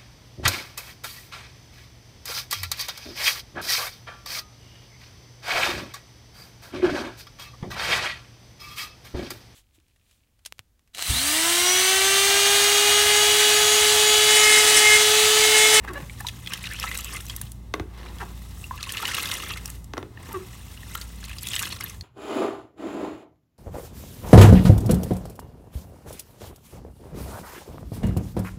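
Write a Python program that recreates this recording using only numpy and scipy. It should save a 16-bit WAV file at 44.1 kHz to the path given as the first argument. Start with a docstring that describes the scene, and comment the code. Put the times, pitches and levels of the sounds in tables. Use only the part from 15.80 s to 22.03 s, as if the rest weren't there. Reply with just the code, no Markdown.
"""Two hands gather and squeeze wet sponge pieces in a plastic tub of water, close to the microphone.
Squeezing sends a rush of noise, pore crackle, ringing bubbles and foam fizz out of the sponges.
Squirts burst from it, squelches glide as driven resonances, short rings gurgle and plop, and films snap.
The hands rub, squeak and bump along the tub, and knocks ring its walls as decaying modes.
Behind it a machine hums in the small room: wavering sine tones over a low rumble."""
import sys
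import numpy as np
from scipy import signal
from scipy.fft import rfft, irfft, next_fast_len
from scipy.io import wavfile
from scipy.ndimage import uniform_filter1d

SR = 44100
rng = np.random.default_rng(int(sys.argv[2]) if len(sys.argv) > 2 else 0)


def wrap_up_sound(samples):
    """Save the sound to the file named by the first command line argument, as 16-bit audio."""
    columns = np.atleast_2d(samples).T
    # keep every value between -1 and 1, then stretch to whole-number steps
    tamed = np.clip(columns, -1, 1)
    steps = np.round(tamed * 32767).astype(np.int16)
    wavfile.write(sys.argv[1], SR, steps)


N = 274743
TIME = np.arange(N) / SR
LEAD_S = 0.008  # squirts and snaps start to sound this long before they break out

# Colour of hands rubbing, and of water sloshing after a knock: (frequency [Hz], density [dB per Hz])
RUB_COLOUR = [(150, -8), (330, 1), (600, -5), (1000, -5), (1600, -7.5), (2600, -12), (5000, -26)]


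def amp(db):
    """Decibels to gain."""
    return 10 ** (np.asarray(db) / 20)


def unit(x):
    """Scales to rms 1."""
    return x / np.sqrt(np.mean(x ** 2) + 1e-20)


def noise(n):
    """White noise, n samples long."""
    return rng.standard_normal(n)


def add(mix, s, sound):
    """Mixes a sound in at time s."""
    part = mix[max(round(s * SR), 0):][:len(sound)]
    part += sound[:len(part)]


def read(points, hz):
    """A spectrum's dB at the given frequencies, interpolated over log frequency."""
    f, db = np.transpose(points)
    return np.interp(np.log(hz + 1), np.log(f + 1), db)


def coloured(x, points):
    """Gives a signal a spectrum, at rms 1."""
    size = next_fast_len(len(x))
    gain = amp(read(points, np.fft.rfftfreq(size, 1 / SR)))
    return unit(irfft(rfft(x, size) * gain, size)[:len(x)])


def levelled(x):
    """Holds the mean level at 1 over about 60 ms while leaving the quick detail."""
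    return x / np.sqrt(abs(uniform_filter1d(x ** 2, size=2600)) + 1e-9)


def wander(hz):
    """Smooth chance of rms 1 that changes about hz times a second."""
    knots = noise(8192)
    return unit(np.interp(TIME * hz, np.arange(len(knots)), knots))


def band(x, hz, width_hz):
    """One broad resonance, at rms 1."""
    r = np.exp(-np.pi * width_hz / SR)
    return unit(signal.lfilter([1, 0, -1], [1, -2 * r * np.cos(2 * np.pi * hz / SR), r * r], x))


def resonate(x, hz, width_hz):
    """A resonance of gain 1 that follows the curve hz."""
    turn = np.exp(2j * np.pi * np.cumsum(hz) / SR)
    r = np.exp(-np.pi * width_hz / SR)
    return 2 * (turn * signal.lfilter([1 - r], [1, -r], x / turn)).real


def gesture(start, length, rise_db_per_s, fall_db_per_s):
    """Attack, hold and release of one hand movement, in dB below its hold."""
    rise = (TIME - start) * rise_db_per_s
    fall = (start + length - TIME) * fall_db_per_s
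    return np.clip(np.minimum(rise, fall), -90, 0)


def burst(t, length):
    """Envelope of a spray that leaks just before t = 0, breaks out there and dies away."""
    leak_s = 0.00078
    return np.exp(np.minimum(t / leak_s, -t / length))


def pops(per_s, spread_db):
    """Sharp clicks at random moments, a few much larger than the rest."""
    chance, size = rng.random((2, N))
    sizes = amp(spread_db * np.minimum(-np.log(size + 1e-9), 3))
    return (chance < per_s / SR) * rng.choice([-1., 1.], N) * sizes


def bubble(hz, cycles, rise):
    """A bubble swells within a cycle and rings on; a positive rise lifts its pitch as it nears the surface."""
    age = np.arange(int(6 * cycles * SR / hz) + 2) * hz / SR / cycles  # in decay times
    ring = np.sin(2 * np.pi * cycles * age * (1 + rise * age / 2))
    return ring * np.exp(-age) * (1 - np.exp(-1.3 * cycles * age))


def swarm(lo_hz, hi_hz, per_s, cycles, spread_db, clump_db, clump_hz, count=240):
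    """Many bubbles of all sizes, swelling in clumps; their mean level is 1."""
    clumps = amp(clump_db * np.clip(wander(clump_hz), -2, 2))
    pitches = np.geomspace(lo_hz, hi_hz, count)
    shapes = [hz * bubble(hz, cycles * rng.uniform(1.0, 1.32), rise=0.031) for hz in pitches]
    when, kind, size = rng.random((int(per_s * N / SR), 3)).T
    at = (when * N).astype(int)
    kinds = (kind * count).astype(int)
    gains = clumps[at] * amp(spread_db * np.minimum(-np.log(size), 3))  # a few are much larger
    out = np.zeros(N + SR)
    for i, k, gain in zip(at.tolist(), kinds.tolist(), gains.tolist()):
        out[i:i + len(shapes[k])] += gain * shapes[k]
    return levelled(out[:N])


def machine():
    """A low hum swells and fades with wavering tones over the room's rumble."""
    # Hum: (time [s], rms level [dB])
    hum_curve = [(0.0, -38.5), (0.69, -49), (0.99, -39), (1.82, -41.5), (2.69, -39), (3.49, -55),
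                 (3.75, -40), (4.04, -40), (4.25, -56), (4.53, -54), (4.84, -45.5), (5.48, -39),
                 (5.85, -56), (6.2, -44)]
    # Further machine tones: (frequency [Hz], mean rms level [dB])
    tones = [(86.5, -53.5), (116.5, -54), (172.5, -58)]
    # Rumble of the room: (frequency [Hz], density [dB per Hz])
    rumble_colour = [(20, -31), (40, -5.5), (60, -5), (90, 3), (130, -7), (200, -8), (300, -17),
                     (500, -28.5), (1000, -29.5), (2000, -52), (5000, -61), (16000, -84)]
    hum_hz, rumble_db = 57.5, -45
    s, db = np.transpose(hum_curve)
    hum = amp(np.interp(TIME, s, db)) * np.sin(2 * np.pi * hum_hz * TIME + 0.055 * wander(2.65))
    for hz, level_db in tones:
        level = amp(level_db + 3.4 * wander(2.404))
        hum += level * np.sin(2 * np.pi * hz * TIME + 1.4 * wander(4))
    return np.sqrt(2) * hum + amp(rumble_db) * coloured(noise(N), rumble_colour)  # sqrt(2): sines to rms


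def echoes(x, walls_db, room_db, t60):
    """Quick reflections off the tub's walls, then the room's faint tail, strongest in the low middle."""
    # Colour of the tail: (frequency [Hz], level [dB])
    tail_colour = [(150, 2), (370, 3.5), (1350, -1), (2000, -8), (2800, -5), (5000, -9), (16000, -10.5)]
    t = np.arange(SR // 2) / SR
    taps = rng.choice([-1., 1.], len(t)) * (rng.random(len(t)) < 3000 / SR)
    walls = taps * (t > .001) * np.exp(-t / 0.0036)
    tail = coloured(taps, tail_colour) * (t > .007) * amp(-60 * t / t60)
    response = amp(walls_db) * walls / np.linalg.norm(walls)
    response += amp(room_db) * tail / np.linalg.norm(tail)
    return signal.oaconvolve(x, response)[:N]


def strokes():
    """Hands slide along the tub: lumpy noise that grows through each stroke and starts and stops quickly."""
    # Strokes: (start [s], length [s], level before the swell [dB])
    slides = [(0.042, 0.17, -43.5), (2.124, 0.37, -52.5), (4.41, 0.18, -48.5)]
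    swell_db_per_s, edge_db_per_s, lumps_db = 8.5, 260, 4
    out = np.zeros(N)
    grain = coloured(noise(N) * amp(lumps_db * wander(220)), RUB_COLOUR)
    for s, length, db in slides:
        swell_db = swell_db_per_s * np.clip(TIME - s, 0, length)
        out += amp(db + swell_db + gesture(s, length, edge_db_per_s, edge_db_per_s)) * grain
    return out


def squeaks():
    """Wet skin sticks and slips on plastic: gliding harmonics around a bright peak, mixed with scuffing."""
    # Squeaks: (start [s], length [s], level [dB], first pitch [Hz], last pitch [Hz],
    # brightest frequency [Hz], roughness [0-1], settling into the fundamental [0-1])
    slip_events = [(0.071, 0.029, -34.5, 272, 261, 1600, 0.52, 0),
                   (0.09, 0.035, -34.5, 389, 350, 1200, 0.3, 0.75),
                   (0.149, 0.04, -33.5, 555.5, 580, 1510, 0.22, 0.12),
                   (2.397, 0.03, -34, 488, 438, 1390, 0.6, 0),
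                   (2.414, 0.031, -36.5, 459, 314, 885, 0.58, 0.4),
                   (4.533, 0.053, -29, 411.7, 350, 1240, 0.25, 1)]
    out = np.zeros(N)
    for s, length, db, first_hz, last_hz, bright_hz, rough, settle in slip_events:
        n = int(length * SR)
        pitch = np.linspace(first_hz, last_hz, n) * (1 + 0.0063 * wander(300)[:n])
        turn = 2 * np.pi * np.cumsum(pitch) / SR
        slips = np.zeros(n)
        for k in range(1, 8):
            odd = k % 2 * .5 / k ** 1.1  # odd harmonics only
            peak = 1 / (1 + (np.log2(k * first_hz / bright_hz) / 0.29) ** 2)
            slips += (odd + peak) * np.cos(k * turn + k * k)
        settled = settle * np.linspace(0, 1, n)
        slips = (1 - settled) * slips + 2 * settled * np.cos(turn + 1)
        scuff = (1 - settled) * band(noise(n), bright_hz, width_hz=340)
        squeak = unit((1 - rough) * unit(slips) + rough * scuff)
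        add(out, s, amp(db) * squeak * signal.windows.tukey(n, .65))
    return out


def bumps():
    """Soft bumps of the hands through the water, each a low ring that dies within a cycle or so."""
    # Bumps: (time [s], level [dB], pitch [Hz])
    contacts = [(0.223, -17, 147), (1.632, -18, 125), (2.006, -15.5, 104)]
    out = np.zeros(N)
    for s, db, hz in contacts:
        add(out, s, amp(db) * bubble(hz, cycles=0.76, rise=0))
    return out


def knocks():
    """A knuckle strikes and rebounds; the wall thuds, rings differently at each spot, and the water sloshes."""
    # Knocks: (time [s], relative level [dB], tilt [dB per octave], stiffness of the spot [pitch factor],
    # rebound delay [s], relative rebound level [dB], thud level [dB])
    strikes = [(1.9392, -23, 0, 0.99, 0.0019, -1, -37), (1.9974, -30, -1.5, 1.03, 0.0083, -16, -18),
               (4.136, -31.5, -0.5, 0.99, 0.002, -13, -29), (4.170, -38, -3.5, 1.19, 0.0024, -7, -42),
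               (4.1784, -27.5, -1, 0.943, 0.00158, -3, -20.5), (4.228, -37, -2, 1.01, 0.0023, -7, -41)]
    # Modes of the tub: (frequency [Hz], relative level [dB], decay by 60 dB [s])
    modes = [(264, -1, 0.12), (315, 0.5, 0.21), (414, 5, 0.073), (684, 9.5, 0.021), (910, 9.5, 0.01),
             (1136, 8.5, 0.021), (1475, 10.5, 0.013), (2080, 9, 0.012), (2430, 9.5, 0.0079),
             (3590, 14.5, 0.0031), (6130, 6.5, 0.0058)]
    thud = bubble(354, cycles=1.66, rise=0)  # the wall gives and the water damps it
    out, t = np.zeros(N), np.arange(SR // 4) / SR
    for s, db, tilt_db, stiffness, rebound_s, rebound_db, thud_db in strikes:
        ring = np.zeros(len(t))
        for k, (hz, mode_db, t60) in enumerate(modes):
            level = amp(mode_db + tilt_db * np.log2(hz / 1000) - 60 * t / t60)
            ring += (-1) ** k * level * np.sin(2 * np.pi * hz * stiffness * t)
        crack = amp(tilt_db) * band(noise(len(t)), 3250, width_hz=1400) * np.exp(-t / 0.0009)
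        smack = band(noise(len(t)), 1200, width_hz=2100) * np.exp(-t / 0.0018)
        slosh = coloured(noise(len(t)), RUB_COLOUR) * np.exp(-t / 0.034)
        strike = ring + amp(-3.0) * crack + amp(2.0) * smack + amp(-9) * slosh
        add(out, s, amp(db - 7.0) * strike)
        add(out, s + rebound_s, amp(db - 10.0 + rebound_db) * (ring + crack))
        add(out, s + 0.0011, amp(thud_db) * thud)
    return out


def short_rings():
    """Bubbles, gurgles, soft plops and one ring of a knock: decaying tones, each with a brief higher onset."""
    # Short rings: (time [s], level [dB], pitch [Hz], ring [cycles])
    ring_events = [(.297, -26, 2240, 6.8), (.408, -29, 786, 2.8), (0.447, -26, 940, 4.8),
                   (1.614, -25, 1120, 0.78), (2.267, -33, 2300, 6), (2.841, -27, 2700, 11),
                   (2.910, -21, 1015, 6.9), (2.988, -35, 1650, 7.3), (3.069, -31.5, 1054, 7.1),
                   (4.169, -26, 1400, 4.4), (4.374, -32, 1790, 4.2), (4.975, -33, 2800, 6.3),
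                   (5.032, -32, 1850, 4.7), (5.153, -18, 1334, 4.8), (5.429, -30, 1600, 2.7),
                   (6.0405, -18.5, 11560, 21)]
    out = np.zeros(N)
    for s, db, hz, cycles in ring_events:
        add(out, s, amp(db) * bubble(hz, cycles, rise=0.02))
        add(out, s, amp(db) * bubble(1.46 * hz, cycles=1.84, rise=0))  # the higher onset
    return out


def snaps():
    """Thin films of water snap: a brief spray, a tearing tick, and a ring that starts first and outlasts it."""
    # Snaps: (time [s], relative level [dB], centre [Hz])
    films = [(0.134, -28.5, 7600), (0.406, -22, 9800), (0.7352, -15, 5310), (0.934, -24, 8400),
             (0.998, -17.5, 5240), (1.1742, -15.5, 8030), (1.187, -20.5, 8660), (1.245, -19, 7780),
             (1.465, -28, 6100), (1.5634, -14.5, 12300), (1.614, -16, 9940), (1.718, -25.5, 11000),
             (3.1214, -14.5, 9030), (3.348, -15, 8500), (3.43, -17, 9600), (3.5388, -15.5, 5760),
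             (3.857, -18, 5700), (3.877, -26, 8600), (3.901, -23, 8360), (4.043, -33, 7300),
             (4.5285, -26, 11700), (5.153, -20, 12800), (5.631, -19, 11450), (5.671, -19, 7440),
             (5.686, -18.5, 6800), (5.7929, -14.5, 8100), (5.8254, -15, 6700), (6.008, -21, 5450),
             (6.097, -26, 6260)]
    out, t = np.zeros(N), np.arange(SR // 30) / SR - LEAD_S
    for s, db, hz in films:
        spray = band(noise(len(t)), hz, width_hz=11500) * burst(t - .001, length=0.0019)
        add(out, s - LEAD_S, amp(db - 8.5) * spray)
        add(out, s + .001, amp(db + 1) * bubble(1.34 * hz, cycles=.7, rise=0))  # the film tears
        # a ringing bubble that starts just before the tick and outlasts it
        add(out, s + 0.00049, amp(db - 8.5) * bubble(hz, cycles=18.0, rise=0))
    return out


def glides():
    """Wet squelches and one faint finger squeak: random clicks drive a resonance whose pitch glides."""
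    # Gliding resonances, wet squelches and one faint squeak of a finger at 4.506 s:
    # (start [s], length [s], level [dB], first pitch [Hz], last pitch [Hz])
    glide_events = [(0.708, 0.021, -36.5, 2250, 3100), (0.906, 0.029, -39, 1380, 2900),
                    (0.921, 0.053, -40.5, 1900, 3100), (1.056, 0.048, -37.5, 1670, 2580),
                    (1.113, 0.053, -41.5, 2050, 2130), (1.233, 0.067, -41.5, 2800, 2880),
                    (1.347, 0.03, -39, 2030, 2170), (2.929, 0.04, -46, 1100, 1170),
                    (2.975, 0.098, -49.5, 1410, 1080), (3.682, 0.055, -39, 2440, 2930),
                    (4.506, .026, -44, 940, 850), (5.164, .05, -53, 1420, 1500)]
    out, clicks = np.zeros(N), pops(per_s=1800, spread_db=3.0)
    for s, length, db, first_hz, last_hz in glide_events:
        n = int(length * SR)
        pitch = np.geomspace(first_hz, last_hz, n)
        width_hz = 0.13 * first_hz ** 2 / 2000  # low pitches ring longer
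        ring = resonate(clicks[int(s * SR):][:n], pitch, width_hz)
        ring = resonate(ring, pitch, 3 * width_hz)
        add(out, s, amp(db) * unit(ring) * signal.windows.tukey(n, .5))
    return out


def squirt(db, hz, length, cycles=7, spray_db=-12, crack_db=-14, followers_db=-8, count=8):
    """A film leaks and cracks, a main bubble bursts out with crackling spray, and other sizes follow."""
    t = np.arange(SR // 10) / SR - LEAD_S
    droplets = noise(len(t)) * (rng.random(len(t)) < 5000 / SR)
    out = amp(spray_db) * band(droplets, hz, 1.3 * hz) * burst(t, length)
    out += amp(crack_db) * band(noise(len(t)), hz, width_hz=1100) * np.exp(-abs(t) / 0.0012)
    add(out, LEAD_S, bubble(hz, cycles, rise=0.029))
    for delay, octaves, size in rng.random((count, 3)):
        follower = bubble(hz * 2 ** (1.336 * (octaves - .6)), cycles=2.74, rise=0.081)
        add(out, LEAD_S + 1.7 * length * delay, amp(followers_db - 5.0 * size) * follower)
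    return amp(db) * out


def squirts():
    """Bursts of bubbles forced out of a sponge, heard one by one above the rush."""
    # Squirts: (time [s], level [dB], main bubble pitch [Hz], decay time of the spray [s])
    outbursts = [(.403, -29, 1700, 0.0062), (0.4684, -17.5, 3790, 0.004), (0.477, -28, 6100, 0.0037),
                 (0.4858, -17.5, 3350, 0.0062), (0.662, -27, 3360, 0.0028), (0.6736, -19, 3280, 0.0016),
                 (0.7212, -27, 1536, 0.0042), (.735, -17.5, 2990, 0.0067), (0.84, -22.5, 2350, 0.0064),
                 (.856, -23.5, 3740, 0.0032), (.871, -23, 2730, 0.0025), (.9888, -25, 3050, 0.0027),
                 (1.028, -18, 2730, 0.006), (1.04, -19, 1270, 0.0045), (1.114, -21, 1960, 0.00422),
                 (1.498, -19.5, 3150, 0.0045), (2.385, -34, 3280, 0.0043), (2.978, -31, 2620, .003),
                 (3.029, -19, 4020, 0.0045), (3.039, -27, 2530, 0.0021), (3.093, -20.5, 3000, 0.0087),
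                 (3.147, -24, 2580, 0.0041), (3.1707, -17, 2760, 0.002), (3.179, -21, 2870, 0.0073),
                 (3.2277, -20.5, 1320, 0.0045), (3.2537, -13.5, 2850, 0.0033), (3.278, -19.5, 2870, 0.0047),
                 (3.286, -23.5, 1440, 0.006), (3.316, -19.5, 2080, 0.0071), (3.345, -17, 2720, 0.006),
                 (3.368, -19.5, 2740, 0.0067), (3.381, -23.5, 1465, 0.0062), (3.457, -19, 3420, 0.01),
                 (3.5144, -15.5, 3530, 0.0032), (3.6242, -25, 2850, 0.0052), (3.774, -27, 2120, 0.0094),
                 (5.151, -24, 3010, 0.0036), (5.214, -23.5, 4380, 0.0057), (5.441, -29, 4020, .005),
                 (5.495, -29.5, 2420, 0.0072), (5.513, -32, 2600, 0.004), (5.531, -31.5, 2660, 0.0054),
                 (5.585, -25, 4630, 0.0054), (5.67, -22, 3430, .003), (5.715, -22.5, 3240, 0.006),
                 (5.7341, -17.5, 2970, 0.0033), (5.741, -18.5, 2740, 0.0049), (5.763, -16, 3050, 0.0067),
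                 (5.7928, -18, 2690, 0.0024), (5.831, -21, 1580, 0.0045), (5.855, -21.5, 3270, 0.0032),
                 (5.925, -19.5, 4140, 0.0028), (6.0092, -24.5, 2140, 0.0041), (6.2108, -27, 4200, 0.0018)]
    out = np.zeros(N)
    for s, db, hz, length in outbursts:
        add(out, s - LEAD_S, squirt(db, hz, length))
    return out


def flows():
    """Stirring and pressing add up in power to the levels of large bubbles, small bubbles and foam, in dB."""
    # Handfuls gathered, keeping the water stirred: (start [s], length [s], level of small bubbles [dB])
    handfuls = [(0.192, 1.482, -55), (2.347, 1.61, -57), (4.448, 1.698, -55.5)]
    # Fingers pressing on the sponges: (start [s], length [s], level of small bubbles [dB],
    # large bubbles against small [dB], foam against small [dB])
    presses = [(0.71, 0.072, -45, -5.5, -7), (0.85, 0.16, -42.5, -7, -9), (1.04, 0.17, -41.5, -7, -2),
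               (1.335, 0.043, -41, -4, -1.5), (1.486, 0.08, -53.5, -3, 0), (2.182, 0.12, -54, 2, -10),
               (2.782, 0.075, -66, 6, 15.5), (3.01, 0.11, -46, -20, -7), (3.13, 0.61, -41.5, -2, -5),
               (3.268, 0.27, -38.5, -8, -4), (3.872, 0.017, -53.5, 2.5, 4.5), (4.4, 0.13, -57, 3, -14),
               (5.105, 0.11, -51, -3.5, 0.5), (5.451, 0.072, -51, -7, -2), (5.647, 0.07, -43.5, -17, -2),
               (5.719, 0.12, -41.5, -8, 1.5), (5.824, 0.115, -41.5, -6, -9), (6.011, 0.022, -47, -0.5, -10),
               (6.066, 0.021, -47, -14, -7)]
    # Faint fizz of soaked sponges left alone: large bubbles [dB], small bubbles [dB], foam [dB]
    still_db = (-64, -67, -65.5)
    stir_large_db, stir_foam_db = -3.5, 2  # against the small bubbles of stirred water
    rise_db_per_s, fall_db_per_s = 214, 286  # the flow builds up, holds, and dies away as the grip eases
    foam_fall_db_per_s = 132  # foam goes on fizzing a little longer
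    stirs = [(*row, stir_large_db, stir_foam_db) for row in handfuls]
    power = np.outer(amp(still_db) ** 2, np.ones(N))
    for start, length, db, large_db, foam_db in stirs + presses:
        wet = amp(db + gesture(start, length, rise_db_per_s, fall_db_per_s))
        foam = amp(db + gesture(start, length, rise_db_per_s, foam_fall_db_per_s))
        power += np.square([wet * amp(large_db), wet, foam * amp(foam_db)])
    return 10 * np.log10(power)


def strays(flow_db, pressure, pore_hz):
    """Small bubbles escape at random and chirp upwards: the harder the press, the more and the louder."""
    most_per_s, over_flow_db, octaves = 70, 7.5, 1.3
    out = np.zeros(N)
    for when, chance, size in rng.random((int(most_per_s * N / SR), 3)):
        i = int(when * N)
        if chance < pressure[i] ** 2:
            hz = pore_hz[i] * 2 ** (octaves * (size - .7))  # near the prevailing bubble size
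            add(out, i / SR, amp(flow_db[i] + over_flow_db) * bubble(hz, cycles=7.9, rise=0.087))
    return out


def sponges():
    """Light pressure gives a smooth rush through the pores; hard pressure breaks it into crackle and bubbles."""
    # Typical bubble pitch, drifting as the pores close, one table a squeeze: (time [s], pitch [Hz])
    pores = [
        [(0.6, 2390), (0.662, 3100), (0.904, 2440), (1.42, 2500), (1.45, 3200)],
        [(3.0, 3600), (3.056, 3090), (3.414, 2410), (3.492, 2810), (3.8, 2340)],
        [(5.45, 2470), (5.61, 3640), (5.83, 2550), (5.946, 3900), (6.0, 2630)],
    ]
    # Colours of large bubbles, small bubbles, foam, parting pore walls and the water heaving in the tub:
    # (frequency [Hz], density [dB per Hz])
    large_colour = [(120, -26), (250, -1), (550, -2), (800, -1.5), (1350, -4.5), (1750, -8.5), (2100, -4.5),
                    (3000, -51)]
    small_colour = [(1300, -29), (2050, -3), (2900, -0.5), (3800, 0), (4900, -6), (5500, -3.5), (9500, -27)]
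    foam_colour = [(3000, -38), (5000, -5), (6500, -1), (9300, 0), (10400, -6.5), (11500, -1.5),
                   (14000, -5), (16000, -3)]
    crackle_colour = [(500, -6), (1200, -13), (2800, -7), (5000, -13.5), (9000, -10), (16000, -19)]
    slosh_colour = [(150, -12), (280, -7), (380, -4.5), (470, -4), (600, -9), (1200, -23), (4000, -62)]
    crackle_db, slosh_db = -6, -8  # against the small bubbles, against the large ones
    large_db, small_db, foam_db = flows()
    pressure = np.clip((small_db + 64.5) / 15, .15, 1)
    spurts = amp(1.9 * pressure * wander(130))  # neighbouring pores let go together

    large = swarm(963, 2263, per_s=1400, cycles=3.5, spread_db=3.5, clump_db=6.5, clump_hz=129.7)
    palms = band(large, 1390, width_hz=310)  # the hollow of the cupped hands
    large = levelled(large + pressure * palms / 2)
    small = swarm(1488, 6980, per_s=2600, cycles=4.5, spread_db=6.0, clump_db=3.0, clump_hz=221.0)
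    pore_hz = np.interp(TIME, *np.vstack(pores).T)
    small = levelled(small + amp(-6.5) * resonate(small, pore_hz, width_hz=1600))  # one size prevails
    foam = swarm(4720, 15100, per_s=3000, cycles=3.8, spread_db=7.0, clump_db=4.0, clump_hz=131.2)

    crackle = coloured(pops(per_s=900, spread_db=3.0), crackle_colour)
    out = amp(small_db + crackle_db) * pressure * crackle
    out += amp(large_db + slosh_db) * coloured(noise(N), slosh_colour)
    share = pressure ** 2  # part of the power that is in bubbles, the rest being smooth rush
    layers = ((large, large_colour, large_db), (small, small_colour, small_db), (foam, foam_colour, foam_db))
    for bubbles, colour, db in layers:
        rush = coloured(noise(N), colour)
        flow = np.sqrt(share) * coloured(bubbles, colour) + np.sqrt(1 - share) * rush
        out += flow * amp(db)
    return out * spurts + strays(small_db, pressure, pore_hz)


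def scene():
    """Everything in the tub, its echoes, and the hum."""
    contact = strokes() + squeaks() + bumps() + knocks()
    details = short_rings() + snaps() + glides() + squirts()
    tub = contact + details + sponges()
    return (tub + echoes(tub, walls_db=-11.0, room_db=-19.0, t60=0.36) + machine())[None]


def record(dry):
    """The microphone's bass roll-off and the recorder's band limit."""
    thin = signal.sosfilt(signal.butter(3, 36, "highpass", fs=SR, output="sos"), dry)
    band_limit = signal.firwin(511, 16050, window=("kaiser", 9), fs=SR)
    return signal.oaconvolve(thin, band_limit[None], "same")


dry = scene()
out = record(dry)
wrap_up_sound(out)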